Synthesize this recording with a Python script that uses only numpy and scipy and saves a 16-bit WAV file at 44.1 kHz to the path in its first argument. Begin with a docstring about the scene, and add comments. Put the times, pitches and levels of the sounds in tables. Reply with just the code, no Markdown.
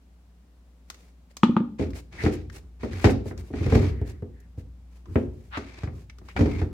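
"""A plastic filter housing is screwed onto its head by hand in a small, hard-walled room. Its loose sump
knocks in the threads, ringing the shell and shaking the pipework; the threads scrape and squeak, and
the palm slides to a new grip. In a short scene before it, the cartridge grazes the rim, drops in and
bounces on the bottom with a loud, hollow boom. Mains hum lies under both scenes."""
import sys
import numpy as np
from scipy import signal
from scipy.fft import rfft, irfft, next_fast_len
from scipy.io import wavfile
from scipy.ndimage import uniform_filter1d

SR = 44100
rng = np.random.default_rng(int(sys.argv[2]) if len(sys.argv) > 2 else 0)


def to_wav(sig):
    """Store sig (one row per channel, or 1-D mono) as 16-bit WAV at the path in sys.argv[1].

    Samples outside -1..1 are clipped; the rate is SR.
    """
    pcm = np.clip(np.atleast_2d(sig), -1, 1) * 32767
    pcm = np.round(pcm).astype(np.int16)
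    wavfile.write(sys.argv[1], SR, pcm.T)  # frames by channels


N = 296779
TIME = np.arange(N) / SR
RING_TIME = np.arange(SR) / SR  # one second for a hit to ring out
TOP_HZ = 16050
GRIP_S, LET_GO_S = 0.017, 0.022  # attack and release of a twist

# twists of the wrist: start/s, peak/s, end/s, effort slope/(dB/s), scrape/dB, hiss/dB, rumble/dB
TWISTS = [(1.783, 1.798, 1.926, 220.5, -39.5, -63, -42), (2.111, 2.243, 2.434, 127.5, -36, -56, -34),
          (2.792, 2.85, 2.96, 129.5, -47.5, -69, -43), (2.903, 3.053, 3.067, 63, -38.5, -53.5, -35),
          (3.524, 3.768, 3.89, 54.5, -37, -59.5, -20.5), (5.546, 5.743, 5.84, 4, -50.5, -79, -53),
          (6.353, 6.393, 6.62, 14.5, -44, -75, -24.5)]


def amp(db):
    """Decibels to gain."""
    return 10 ** (np.asarray(db) / 20)


def unit(x):
    """Scale to rms 1."""
    return x / np.sqrt(np.mean(x ** 2))


def unit_attack(x):
    """Scale a hit so that its first 30 ms have rms 1."""
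    return x / np.sqrt(np.mean(x[..., :int(.03 * SR)] ** 2))


def curve(points, hz):
    """Value of an (f/Hz, value) table on a log-frequency axis."""
    f, value = np.transpose(points)
    return np.interp(np.log(hz + 1), np.log(f), value)


def eq(x, gain):
    """Filter by a gain that is a function of frequency."""
    size = next_fast_len(x.shape[-1] + SR // 8)
    return irfft(rfft(x, size) * gain(np.fft.rfftfreq(size, 1 / SR)), size)[..., :x.shape[-1]]


def colour(x, points):
    """Apply an (f/Hz, level/dB) EQ curve and scale to rms 1."""
    return unit(eq(x, lambda f: amp(curve(points, f))))


def cut(x, hz, kind):
    """Second-order low-pass or high-pass."""
    return signal.sosfilt(signal.butter(2, min(hz, TOP_HZ), kind, fs=SR, output="sos"), x)


def resonate(x, hz, q):
    """One resonant band, with Q held at 1 or more."""
    return signal.lfilter(*signal.iirpeak(min(hz, 15000), max(q, 1), SR), x)


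def spread(pair, split_hz=850):
    """Two unrelated signals become one stereo field: centred bass, wide treble."""
    side = eq(pair[1], lambda f: f / np.hypot(f, split_hz))
    return np.array([pair[0] + side, pair[0] - side]) / np.sqrt(2)


def noise(size):
    """Diffuse stereo noise."""
    return spread(rng.standard_normal((2, size)))


def decay(t60):
    """Envelope that falls 60 dB in t60 seconds."""
    return np.exp(-np.log(1000) * RING_TIME / t60)


def ring(modes, scatter_db=0, detune=0, stagger=np.pi):
    """Damped modes, staggered in phase; scatter and detune stand for where the blow lands."""
    out = 0
    for k, (hz, db, t60) in enumerate(modes):
        level_draw, pitch_draw = rng.standard_normal(2)
        phase = 2 * np.pi * hz * (1 + detune * pitch_draw) * RING_TIME - k * stagger
        out = out + amp(db + scatter_db * level_draw) * decay(t60) * np.sin(phase)
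    return out


def burst(spectrum, t60, top_hz):
    """Crowded modes of a struck wall: decaying noise, dulled above top_hz by the contact."""
    return unit_attack(cut(colour(noise(SR), spectrum) * decay(t60), top_hz, "low"))


def friction(spectrum, grain_db, patchy_db, catches_hz=90):
    """Dense micro-slips of uneven size that bunch up as the surfaces catch."""
    slips = rng.standard_normal((2, N)) * amp(grain_db * rng.standard_normal(N))
    catching = unit(eq(rng.standard_normal(N), lambda f: np.exp(-(f / catches_hz) ** 2)))
    return colour(spread(slips * amp(patchy_db * catching)), spectrum)


def add(out, t, sound):
    """Mix a sound in at t seconds."""
    i = int(t * SR)
    out[:, i:i + sound.shape[-1]] += sound[..., :N - i]


def swells(rows):
    """Smooth rises and falls of gain from rows of centre/s, length/s, level/dB."""
    gain = np.zeros((1, N))
    for t, length, db in rows:
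        add(gain, t - length / 2, amp(db) * np.hanning(int(length * SR)))
    return gain


def effort(twist, release_s):
    """Effort of one twist, 0-1: it grips, builds to its peak, eases at the same rate and lets go."""
    start, peak, end, slope_db_per_s = twist[:4]
    grip = np.clip((TIME - start) / GRIP_S, 0, 1)
    release = np.exp(-np.maximum(TIME - end, 0) / release_s)
    return grip * release * amp(-slope_db_per_s * abs(np.minimum(TIME, end) - peak))


def room(x, wet_db, build_s=0.0045):
    """Add the tail of a small hard room; each octave dies at its own rate."""
    # reverb time: f/Hz, t60/s
    reverb_times = [(80, 0.87), (250, 0.48), (600, 0.45), (1500, 0.25), (4000, 0.39), (12000, 0.25)]
    field, tail = noise(SR), 0
    for hz in 62.5 * 2. ** np.arange(9):
        octave = eq(field, lambda f: np.maximum(1 - abs(np.log2((f + 1) / hz)), 0))
        tail = tail + octave * decay(curve(reverb_times, hz))
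    tail = tail * (1 - np.exp(-(RING_TIME / build_s) ** 2))
    return x + amp(wet_db) * signal.fftconvolve(x, unit(tail) / np.sqrt(SR), axes=1)[:, :N]


def room_tone(scene_cut_s=1.79, hum_lift_db=7.5, air_db=-68):
    """Still room air and mains hum, which steps up at the cut to the second scene."""
    # hum tones before the lift: f/Hz, level/dB
    hum_tones = [(60, -50.5), (172.3, -69), (258.4, -75.5)]
    # colour of the air: f/Hz, level/dB
    air_eq = [(25, -26.5), (45, -7), (60, -1.5), (85, -9.5), (120, -20), (185, -9), (400, -23), (700, -27),
              (1600, -36), (7000, -44.5), (16000, -52.5)]
    hum = sum(amp(db) * np.sin(2 * np.pi * (hz * TIME + rng.random())) for hz, db in hum_tones)
    air = colour(noise(N), air_eq)
    above_hum = eq(air, lambda f: f > 300)  # air_db sets the level of this band
    return hum * amp(hum_lift_db * (TIME > scene_cut_s)) + amp(air_db) * air / np.std(above_hum)


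def pipe_rumble(settle_s=0.098):
    """The pipework rumbles as the hand twists or leans on it, and sways on after each twist."""
    # the hand leans on the pipework: centre/s, length/s, level/dB
    leans = [(1.89, 0.24, -34), (2.6, 0.31, -47), (2.95, .2, -39), (3.41, 0.19, -37.5), (4.15, 0.089, -43),
             (5.11, 0.13, -34.5), (5.96, 0.16, -38), (6.25, .2, -45)]
    # colour of the rumble: f/Hz, level/dB
    rumble_eq = [(25, -27.5), (40, -10.5), (58, -7.5), (86, 7.5), (115, -9.5), (150, -12.5), (220, -16.5),
                 (420, -17), (600, -46), (1200, -38.5), (4000, -69)]
    twisting = sum(amp(twist[-1]) * effort(twist, settle_s) for twist in TWISTS)
    return (twisting + swells(leans)) * colour(noise(N), rumble_eq)


def rubs():
    """Sliding skin and cartridge fibre swell into soft hiss; seal and palm drag in narrow bands."""
    # slides over plastic: centre/s, length/s, level/dB
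    slides = [(1.0, 0.38, -62), (1.313, 0.039, -59.5), (1.976, 0.092, -41.5), (2.342, 0.071, -45),
              (2.559, 0.11, -47), (3.107, 0.077, -40), (3.286, 0.11, -48), (3.399, 0.072, -50.5),
              (3.48, 0.18, -59), (4.092, 0.11, -50.5), (4.599, 0.069, -58), (4.96, 0.2, -64.5),
              (5.17, 0.27, -59.5), (5.447, 0.54, -64.5), (5.987, 0.18, -60), (6.298, 0.18, -58)]
    # colour of a slide: f/Hz, level/dB
    skin_eq = [(200, 9.5), (400, 12), (800, 3.5), (1300, -1), (2300, 2), (3200, -5.5), (4500, -4),
               (7000, -6), (10000, -11), (16000, -17.5)]
    # seal and palm drags: centre/s, length/s, level/dB, f/Hz, Q
    drags = [(3.94, 0.75, -59, 1900, 2.8), (4.403, 0.22, -67.5, 1797, 3.4), (5.73, 0.24, -65, 2290, 7),
             (6.303, 0.064, -50, 2180, 1.8), (6.374, 0.016, -34, 2300, 14), (6.548, 0.23, -50, 2180, 10)]
    skin = swells(slides) * friction(skin_eq, grain_db=2.5, patchy_db=2.0)
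    seal = 0
    for t, length, db, hz, q in drags:
        band = unit(resonate(resonate(noise(N), hz, q), hz, q))
        seal = seal + swells([(t, length, db)]) * band
    return room(skin + seal, wet_db=-14.0)


def ticks():
    """Rim, ribs and fingernails make tiny hard contacts: a short ping and a bright snap."""
    # contacts: t/s, ping/dB, ping f/Hz, snap/dB
    contacts = [(0.901, -51, 1290, -43.5), (0.944, -67, 2680, -59), (1.3683, -57.5, 6100, -45),
                (1.905, -66, 1085, -60), (1.9332, -56.5, 1950, -67), (2.237, -50, 4300, -58),
                (2.499, -53.5, 1670, -63.5), (2.932, -47.5, 1750, -57.5), (3.3772, -79, 892, -55.5),
                (4.4025, -69.5, 13000, -88.5), (5.057, -59, 977, -96), (6.098, -52, 2170, -66),
                (6.1849, -67, 1210, -61), (6.2865, -50.5, 1200, -65)]
    # colour of the snap: f/Hz, level/dB
    snap_eq = [(200, 0.5), (700, -5.5), (1400, -4), (3000, -7), (6000, -1), (9000, -14.5), (16000, -21)]
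    out = np.zeros((2, N))
    for t, ping_db, hz, snap_db in contacts:
        snap = colour(noise(SR), snap_eq) * decay(0.037)
        ping = resonate(snap, hz, q=4)
        add(out, t, amp(ping_db) * unit_attack(ping) + amp(snap_db) * unit_attack(snap))
    return room(out, wet_db=-14.0)


def squeaks(rate_rise=0.06, rate_wobble=0.012, rub_db=1):
    """Stick-slip quickens and swells over a rough rub as the grip tightens; each slip rings the wall."""
    # squeaks: start/s, end/s, slip rate/Hz, level/dB, ring f/Hz, Q, relative overtone/dB
    cues = [(2.164, 2.228, 436, -36, 1930, 4.1, -30), (5.501, 5.588, 296, -34, 1250, 0.52, -7)]
    out = np.zeros((2, N))
    for start, end, slip_hz, db, ring_hz, q, overtone_db in cues:
        size = int((end - start) * SR)
        progress = np.linspace(0, 1, size)
        wobble = unit(uniform_filter1d(rng.standard_normal(size), size=120))
        rate = slip_hz * (1 + rate_rise * (progress - .5) + rate_wobble * wobble)
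        pulses = np.diff(np.floor(np.cumsum(rate) / SR), prepend=0)
        slips = pulses * amp(3 * rng.standard_normal(size))
        wall = unit(signal.fftconvolve(slips[None], noise(SR) * decay(0.0068), axes=1)[:, :size])
        wall = wall + amp(rub_db) * noise(size)
        body = unit(cut(resonate(resonate(wall, ring_hz, q), ring_hz, q), 3900, "low"))
        overtone = amp(overtone_db) * unit(resonate(resonate(wall, 3400, q=2.4), 2950, q=4.2))
        add(out, start, amp(db) * (body + overtone) * np.sin(np.pi * progress ** 2))
    return room(out, wet_db=-10.5)


def threads():
    """The threads scrape with the effort of each twist; fast sliding adds a fine hiss."""
    # colours of the scrape and the hiss: f/Hz, level/dB
    scrape_eq = [(350, 2), (600, -5), (800, -4.5), (1100, -7.5), (1500, -6.5), (1850, -5.5), (2350, -2),
                 (2900, -12.5), (4300, -13), (6500, -19), (10000, -31), (16000, -47)]
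    hiss_eq = [(2000, -35.0), (5000, 0.5), (8000, 5.5), (16000, -4.5)]
    scrape_gain, hiss_gain = 0, 0
    for twist in TWISTS:
        scrape_db, hiss_db, _ = twist[4:]
        push = effort(twist, LET_GO_S)
        scrape_gain = scrape_gain + amp(scrape_db) * push
        hiss_gain = hiss_gain + amp(hiss_db) * push ** 1.65  # hiss grows faster than the effort
    scrape = scrape_gain * friction(scrape_eq, grain_db=3.5, patchy_db=2.5)
    hiss = hiss_gain * friction(hiss_eq, grain_db=7.5, patchy_db=4)
    return room(scrape + hiss, wet_db=-11.5)


def cartridge_drop():
    """The cartridge hits the bottom and bounces: a hollow boom, and a clack when the contact is hard."""
    # landings: t/s, level/dB, relative clack/dB, contact cut-off/Hz
    landings = [(1.433, -3, 1, 4174), (1.492, -10, -22, 1994), (1.5659, -7, 0, 1680),
                (1.603, -13.5, -13.5, 1510)]
    # modes of the housing standing on a rug: f/Hz, level/dB, t60/s
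    housing_modes = [(212, 3, 0.054), (240.7, -10.5, 0.19), (288, -29.5, 0.6), (350, -6.5, 0.031),
                     (450, -18.5, 0.048), (550, -22.5, 0.078)]
    # modes of its bottom plate: f/Hz, level/dB, t60/s
    plate_modes = [(880, -8.5, .024), (1240, -6, .024), (2650, -12, .007), (3100, -23, .025),
                   (3400, -24, .03)]
    # noisy edge of the clack: f/Hz, level/dB
    edge_eq = [(300, -12), (900, -2), (1400, -4), (1800, -5), (2600, -6.5), (3400, -3), (4200, -7),
               (5200, -13.5), (7000, -11.5), (16000, -26.5)]
    out = np.zeros((2, N))
    for t, db, clack_db, contact_hz in landings:
        boom = cut(ring(housing_modes), 110, "high")
        clack = cut(ring(plate_modes), contact_hz, "low")
        edge = burst(edge_eq, t60=0.09, top_hz=1.09 * contact_hz)
        add(out, t, amp(db) * (boom + amp(clack_db) * (clack + amp(-30.5) * edge)))
    return room(out, wet_db=-11.5)


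def pipe_thump():
    """One dull thump of the heavy pipework; its modes start nearly together."""
    # pipework modes: f/Hz, level/dB, t60/s
    pipe_modes = [(61.6, 0.5, 0.33), (84.2, 0, 0.3), (106.3, 6.5, 0.067), (129.6, -9.5, 0.25)]
    modes = ring(pipe_modes, scatter_db=1, detune=.01, stagger=np.pi / 4)
    muffled = cut(cut(modes, 230, "low"), 230, "low")
    return unit_attack(eq(muffled, lambda f: 1 - np.exp(-(f / 55) ** 4)))  # trim the sub-bass


def shell_hit():
    """One blow on the hanging sump rings its main modes and flexes its wall."""
    # main modes: f/Hz, level/dB, t60/s
    shell_modes = [(195.5, -4.5, 0.15), (233.6, -3, 0.25), (275.4, -0.5, 0.12), (353.8, -2, 0.16),
                   (418.2, -2, 0.18), (504.8, -8, 0.18), (639.4, -13.5, 0.13), (740, -17.5, 0.14)]
    # crowded wall modes: f/Hz, level/dB
    flex_eq = [(120, -5), (200, 3), (310, 5.5), (440, -5.5), (540, -2.5), (620, -24.5), (800, -13),
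               (1100, -26), (3000, -74)]
    flex = cut(burst(flex_eq, t60=.12, top_hz=750), 140, "high")
    body = cut(unit_attack(ring(shell_modes, detune=0.022)), 900, "low")
    return body + amp(1.0) * flex


def sump_knocks(snap_slack_db=-41, snap_loaded_db=-12.5, rebound_s=0.018, rebound_db=-4):
    """Each knock rings the shell, thumps the pipework and cracks at the thread; load adds snap."""
    # the sump knocks in its threads: t/s, shell/dB, thump/dB, crack/dB
    hits = [(1.795, -31.5, -34, -63), (1.81, -31, -32.5, -56), (2.238, -27.5, -23.5, -58),
            (2.262, -25, -23, -32.5), (2.833, -30, -34.5, -42), (3.043, -21.5, -22.5, -23),
            (3.052, -21.5, -14.5, -29), (3.071, -24, -23, -34), (3.093, -40, -31, -34.5),
            (3.258, -38.5, -42, -57), (3.311, -42, -41, -47.5), (3.504, -42, -41, -63),
            (3.537, -34.5, -46, -46.5), (3.609, -35.5, -25.5, -62), (3.664, -33, -21.5, -44),
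            (3.723, -23.5, -19.5, -35), (3.752, -21, -13.5, -34.5), (3.828, -31, -22.5, -42),
            (4.015, -36.5, -26, -56), (4.223, -39, -33.5, -59.5), (4.577, -48.5, -34, -72),
            (5.157, -22.5, -20.5, -33), (5.572, -38.5, -36.5, -36.5), (5.834, -43, -28, -45),
            (5.874, -44.5, -30, -47.5), (6.215, -58.5, -52.5, -62), (6.364, -44, -41, -32.5),
            (6.391, -29, -22.5, -38.5), (6.408, -23, -20, -37), (6.458, -29.5, -36, -43),
            (6.616, -34, -26, -42)]
    # crack of plastic on plastic: f/Hz, level/dB
    crack_eq = [(150, -21.5), (450, -6), (700, 8), (1100, -2), (1500, -1), (1900, -0.5), (2400, -4),
                (2900, -10.5), (4000, -17.5), (16000, -44)]
    # treble snap on top of it: f/Hz, level/dB
    snap_eq = [(1500, -18), (3000, 1), (4400, 5.5), (6500, 0), (10000, -14), (16000, -15)]
    hard_crack_hz, hard_crack_db = 2870, -29
    shells, cracks, thumps = np.zeros((3, 2, N))
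    load = np.max([effort(twist, LET_GO_S) for twist in TWISTS], axis=0)
    for t, shell_db, thump_db, crack_db in hits:
        force = load[int(t * SR)]
        cutoff_hz = hard_crack_hz * amp(crack_db - hard_crack_db) ** 0.19  # softer blows are duller
        crack = burst(crack_eq, t60=0.073, top_hz=cutoff_hz)
        snap_gain = amp(snap_slack_db) + amp(snap_loaded_db) * force ** 2
        snap = snap_gain * burst(snap_eq, t60=.11, top_hz=11940)
        add(shells, t, amp(shell_db) * shell_hit())
        add(cracks, t, amp(crack_db) * (crack + snap))
        add(thumps, t, amp(thump_db) * pipe_thump())
        if force > .5:  # the shell rocks back and strikes again
            add(shells, t + rebound_s, force * amp(shell_db + rebound_db) * shell_hit())
    return room(shells, wet_db=-5.5) + room(cracks, wet_db=-8.5) + room(thumps, wet_db=-6.5)


def scene():
    """Impacts and friction over the bed of rumble and room tone."""
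    impacts = cartridge_drop() + sump_knocks() + ticks()
    return impacts + threads() + rubs() + squeaks() + pipe_rumble() + room_tone()


def record(dry):
    """The two microphone ports colour the sound differently; deep bass and the top are cut."""
    # port balance: f/Hz, left minus right/dB
    balance = [(60, 1), (110, -1), (200, 1.5), (380, -0.5), (700, -2), (1290, 3), (2380, 2), (4400, 2.5),
               (8120, -1.5), (15000, -6.5)]
    left = eq(dry[0], lambda f: amp(curve(balance, f) / 2))
    right = eq(dry[1], lambda f: amp(-curve(balance, f) / 2))
    steep_lowpass = signal.ellip(10, .2, 80, TOP_HZ, fs=SR, output="sos")
    return signal.sosfilt(steep_lowpass, cut(np.array([left, right]), 42, "high"))


dry = scene()
out = record(dry)
to_wav(out)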